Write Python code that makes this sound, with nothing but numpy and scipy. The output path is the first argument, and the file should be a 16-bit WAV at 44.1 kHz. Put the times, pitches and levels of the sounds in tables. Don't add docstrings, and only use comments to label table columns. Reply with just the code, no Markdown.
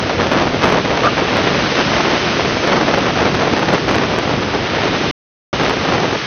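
import sys
import numpy as np
from scipy import signal
from scipy.fft import rfft, irfft
from scipy.io import wavfile
from scipy.ndimage import uniform_filter1d

SR = 44100
rng = np.random.default_rng(int(sys.argv[2]) if len(sys.argv) > 2 else 0)


def pcm_store(signal):
    levels = np.round(np.clip(np.atleast_2d(signal), -1, 1) * 32767)
    wavfile.write(sys.argv[1], SR, levels.astype(np.int16).T)


N = 276066
TIME = np.arange(N) / SR
BIN_HZ = np.fft.rfftfreq(N, 1 / SR)


def amp(db):
    return 10 ** (np.asarray(db) / 20)


def unit_rms(x):
    return x / np.sqrt(np.mean(x ** 2) + 1e-20)


def noise(spectrum):
    hz, db = np.transpose(spectrum)
    gain = amp(np.interp(np.log(BIN_HZ + 1), np.log(hz), db))
    return unit_rms(irfft(rfft(rng.standard_normal(N)) * gain, N))


def wander(hz):
    return unit_rms(irfft(rfft(rng.standard_normal(N)) / (1 + (BIN_HZ / hz) ** 4), N))


def bell(t, width):
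    return np.exp(-np.minimum((t / width) ** 2, 20))


def follow(curve):
    return np.interp(TIME, *np.transpose(curve))


def low_pass(x, hz):
    return signal.oaconvolve(x, signal.firwin(2047, hz, window=("kaiser", 9), fs=SR), "same")


def spikes(times_s, peaks, widths_s, leak_hz, steepness=0.94):
    index = (times_s * SR).astype(int)[:, None] + np.arange(-50, 250)
    age = np.maximum((index / SR - times_s[:, None]) / (steepness * widths_s[:, None]) + 1, 0)
    pulses = peaks[:, None] * (age * np.exp(1 - age)) ** steepness
    train = np.bincount(np.clip(index, 0, N - 1).ravel(), pulses.ravel(), N)
    return irfft(rfft(train) * BIN_HZ ** 2 / (BIN_HZ ** 2 + leak_hz ** 2), N)


def wash_db(lag_s=0, steady_db=-29):
    # crest time in s, relative level in dB, rise in s, fall in s.
    waves = [(1.62, -25.5, .45, .75), (2.3, -29.5, 0.42, 0.28), (4.92, -28, 0.24, .95)]
    power = amp(steady_db) ** 2
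    for crest_s, db, rise_s, fall_s in waves:
        age_s = TIME - crest_s - lag_s
        swell = np.exp(-np.where(age_s < 0, (age_s / rise_s) ** 2, age_s / fall_s))
        power = power + amp(db) ** 2 * swell
    return 10 * np.log10(power)


def surf(roar_db=-27.0, pebbles_db=3.5, foam_db=-0.56, foam_lag_s=.25, churn_db=0.03, rattle_db=1.27):
    # frequency in Hz, relative density in dB.
    roar_spectrum = [(30, -31), (120, -2), (380, -0.5), (700, -10.5), (1200, -12), (3000, -17), (6400, -43)]
    pebble_spectrum = [(200, -15.5), (700, -13), (1200, 0), (1800, -0.5), (2900, -2), (4000, -6),
                       (5000, -14), (6400, -27)]
    foam_spectrum = [(500, -20.5), (2000, -11.5), (3500, -7), (4900, 1.5), (5400, 0), (6400, -4.5)]
    pebbles = amp(wash_db() + pebbles_db + rattle_db * wander(hz=270)) * noise(pebble_spectrum)
    foam = amp(wash_db(foam_lag_s) + foam_db) * noise(foam_spectrum)
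    roar = amp(roar_db) * noise(roar_spectrum)
    return roar + amp(churn_db * wander(hz=22)) * (pebbles + foam)


def rumble(wind_db, swirl_db=1.0, swirl_hz=8, flap_db=-23.5, flap_share=0.45):
    # frequency in Hz, relative density in dB.
    flap_spectrum = [(40, -33), (150, -7), (300, -2), (480, 2), (750, -2), (1200, -10.5), (4000, -44.5)]
    rumble_spectrum = [(15, -47.5), (28, -23), (45, -12), (70, -6), (95, -3.5), (135, -1.5), (220, -2.5),
                       (350, -4), (600, -15.5), (4000, -62.5)]
    # time in s, level in dB.
    rumble_levels = [(0, -25.5), (0.35, -21), (1.1, -25.5), (1.5, -22.5), (2.3, -25), (3.4, -21),
                     (4.5, -24), (5.75, -23.5), (6.1, -26.5), (6.26, -36)]
    flap = amp(flap_db + flap_share * (wind_db - wind_db.mean())) * noise(flap_spectrum)
    deep = amp(follow(rumble_levels) + swirl_db * wander(swirl_hz)) * noise(rumble_spectrum)
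    return deep + flap


def gusts_db(t, attack_s=.009, release_s=.012, sag_db=-0.88, lull_db=-4, lull_lag_s=.035, lull_s=.022):
    # time in s, strength in dB.
    breeze = [(0, -20.0), (0.5, -21.0), (1.1, -22.0), (1.6, -18.5), (2.6, -23.5), (3.5, -23.5),
              (4.5, -24.5), (5.8, -24.0), (6.12, -29.0), (6.26, -43.5)]
    # start in s, length in s, strength in dB.
    gusts = [(0.088, 0.037, -15.5), (0.183, 0.061, -12.5), (0.312, 0.163, -11.5), (0.609, 0.186, -11.0),
             (0.867, 0.157, -15.0), (1.018, 0.06, -11.5), (1.163, 0.061, -15.0), (1.322, 0.088, -12.5),
             (1.444, 0.171, -16.0), (1.773, 0.046, -11.5), (1.925, 0.083, -12.0), (2.041, 0.134, -12.5),
             (2.249, 0.261, -19.0), (2.542, 0.025, -14.0), (2.664, 0.168, -13.0), (2.861, 0.24, -14.0),
             (3.18, 0.107, -12.0), (3.378, 0.108, -14.0), (3.494, 0.198, -18.0), (3.678, 0.083, -11.5),
             (3.866, 0.191, -15.5), (4.073, 0.123, -18.0), (4.217, 0.142, -20.0), (4.527, 0.029, -13.0),
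             (4.727, 0.154, -17.5), (4.92, 0.131, -22.0), (5.528, 0.02, -14.0), (5.589, 0.159, -15.5),
             (5.829, 0.225, -16.0), (6.073, 0.076, -19.0)]
    start_s, length_s, db = np.transpose(gusts)[:, :, None]
    age_s = np.maximum(t - start_s, 0)
    attack = np.minimum(age_s / attack_s, 1)
    hold = amp(db + sag_db * np.minimum(age_s / length_s, 1))
    release = np.exp(-np.maximum(age_s - length_s, 0) / release_s)
    strongest = (attack * hold * release).max(0)
    lulls_db = lull_db * bell(t - start_s - length_s - lull_lag_s, lull_s).sum(0)
    breeze_db = np.interp(t, *np.transpose(breeze))
    return np.maximum(20 * np.log10(strongest + 1e-9), breeze_db + lulls_db)


def wind_strength_db(flutter_db=2.5, lurch_db=1.12, unrest_slope=0.251,
                     rise_s=0.002657, buffet_s=.014, slack_db=-4.5, slack_s=.009):
    # start in s, nominal surge in dB.
    buffets = [(0.466, 4.5), (0.636, 11), (0.842, 8), (0.9, 5), (2.392, 10), (2.444, 8), (2.634, 13),
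               (2.671, 9.5), (2.717, 6.5), (2.808, 11), (2.875, 5), (2.936, 10), (2.971, 5.5), (3.025, 4),
               (3.155, 15), (3.342, 8), (3.531, 10), (3.726, 8), (3.775, 16.5), (3.879, 6.5), (3.945, 5),
               (3.98, 9), (4.175, 6), (4.292, 9), (4.376, 10), (4.731, 10.5), (4.925, 10), (4.988, 6),
               (5.766, 10), (5.92, 7.5), (5.935, 7), (5.997, 8.5), (6.023, 8), (6.15, 9)]
    t = TIME[::32]
    level_db = gusts_db(t)
    for start_s, surge_db in buffets:
        age_s = t - start_s
        surge = np.clip(age_s / rise_s, 0, 1) * bell(age_s, buffet_s)
        level_db += surge_db * surge + slack_db * bell(age_s + slack_s, slack_s)
    level_db = np.interp(TIME, t, level_db)
    unrest = amp(-unrest_slope * (level_db - level_db.mean()))
    return level_db + unrest * (flutter_db * wander(hz=55) + lurch_db * wander(hz=35))


def sputter(wind_db, count=5800, push_db=1.5, spread_db=6.5, ceiling=0.98,
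            width_s=.00015, narrowing=0.32, width_scatter=0.2, crowding=.2):
    size, sign, width, jitter = rng.standard_normal((count, 4)).T
    passed = np.cumsum(amp(crowding * wind_db))
    times_s = np.interp((np.arange(count) + .5 * jitter) / count, passed / passed[-1], TIME)
    push = amp(np.interp(times_s, TIME, wind_db) + push_db + spread_db * size)
    peaks = ceiling * np.tanh(push / ceiling) * np.sign(sign)
    widths_s = width_s * (push / 0.4) ** -narrowing * np.exp(width_scatter * width)
    return spikes(times_s, peaks, np.clip(widths_s, .00007, .0008), leak_hz=136)


def slaps(width_s=0.00011):
    # time in s, peak pressure with full scale at 1.
    strikes = [(0.2704, 0.97), (0.3158, 1), (0.3352, 1.02), (.638, 1), (0.644, 0.72), (0.656, 1.02),
               (0.6721, 0.97), (0.6922, 1), (0.7021, 1), (0.726, 1), (0.8606, 0.93), (1.05, 1),
               (1.3696, 1.04), (2.675, 0.93), (2.7312, 0.96), (2.985, 1.025), (3.3469, .99), (3.594, 1),
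               (3.7361, 1.06), (3.8815, .97), (3.9124, 1.02), (3.9567, 1.08), (4.1877, 1.2), (5.635, 1),
               (5.697, 1.04)]
    times_s, peaks = np.transpose(strikes)
    signs = rng.choice([-1, 1], len(times_s))
    return spikes(times_s, peaks * signs, np.full(len(times_s), width_s), leak_hz=40)


def diaphragm(pressure, slap, travel_limit=.88):
    travel = pressure / (1 + (pressure / travel_limit) ** 8) ** (1 / 8)
    return slap + travel * np.maximum(1 - slap ** 2, 0)


def hoots(waver=0.056, waver_hz=250):
    # midpoint in s, length in s, pitch in Hz, rms level at the midpoint in dB.
    notes = [(1.023, 0.014, 500, -14.5), (1.057, 0.066, 1184, -16), (1.072, 0.017, 650, -21.5),
             (1.074, 0.017, 1340, -10.5), (1.085, 0.031, 1230, -16.5)]
    out = np.zeros(N)
    for middle_s, length_s, hz, db in notes:
        cycles = np.cumsum(hz * (1 + waver * wander(waver_hz))) / SR
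        swell = np.cos(np.pi * np.clip((TIME - middle_s) / length_s, -.5, .5)) ** 2
        out += amp(db) * swell * np.sqrt(2) * np.sin(2 * np.pi * cycles)
    return out


def scene():
    wind_db = wind_strength_db()
    pressure = sputter(wind_db) + rumble(wind_db) + hoots() + surf()
    return diaphragm(pressure, slaps())[None]


def record(dry):
    # start in s, end in s.
    dropout_s = (5.1118, 5.5295)
    clipped = np.clip(low_pass(dry[0], hz=6430), -.93, .93)
    live = (TIME < dropout_s[0]) | (TIME > dropout_s[1])
    gate = uniform_filter1d(1.0 * live, size=24)
    return low_pass(clipped * gate, hz=15900)[None]


dry = scene()
out = record(dry)
pcm_store(out)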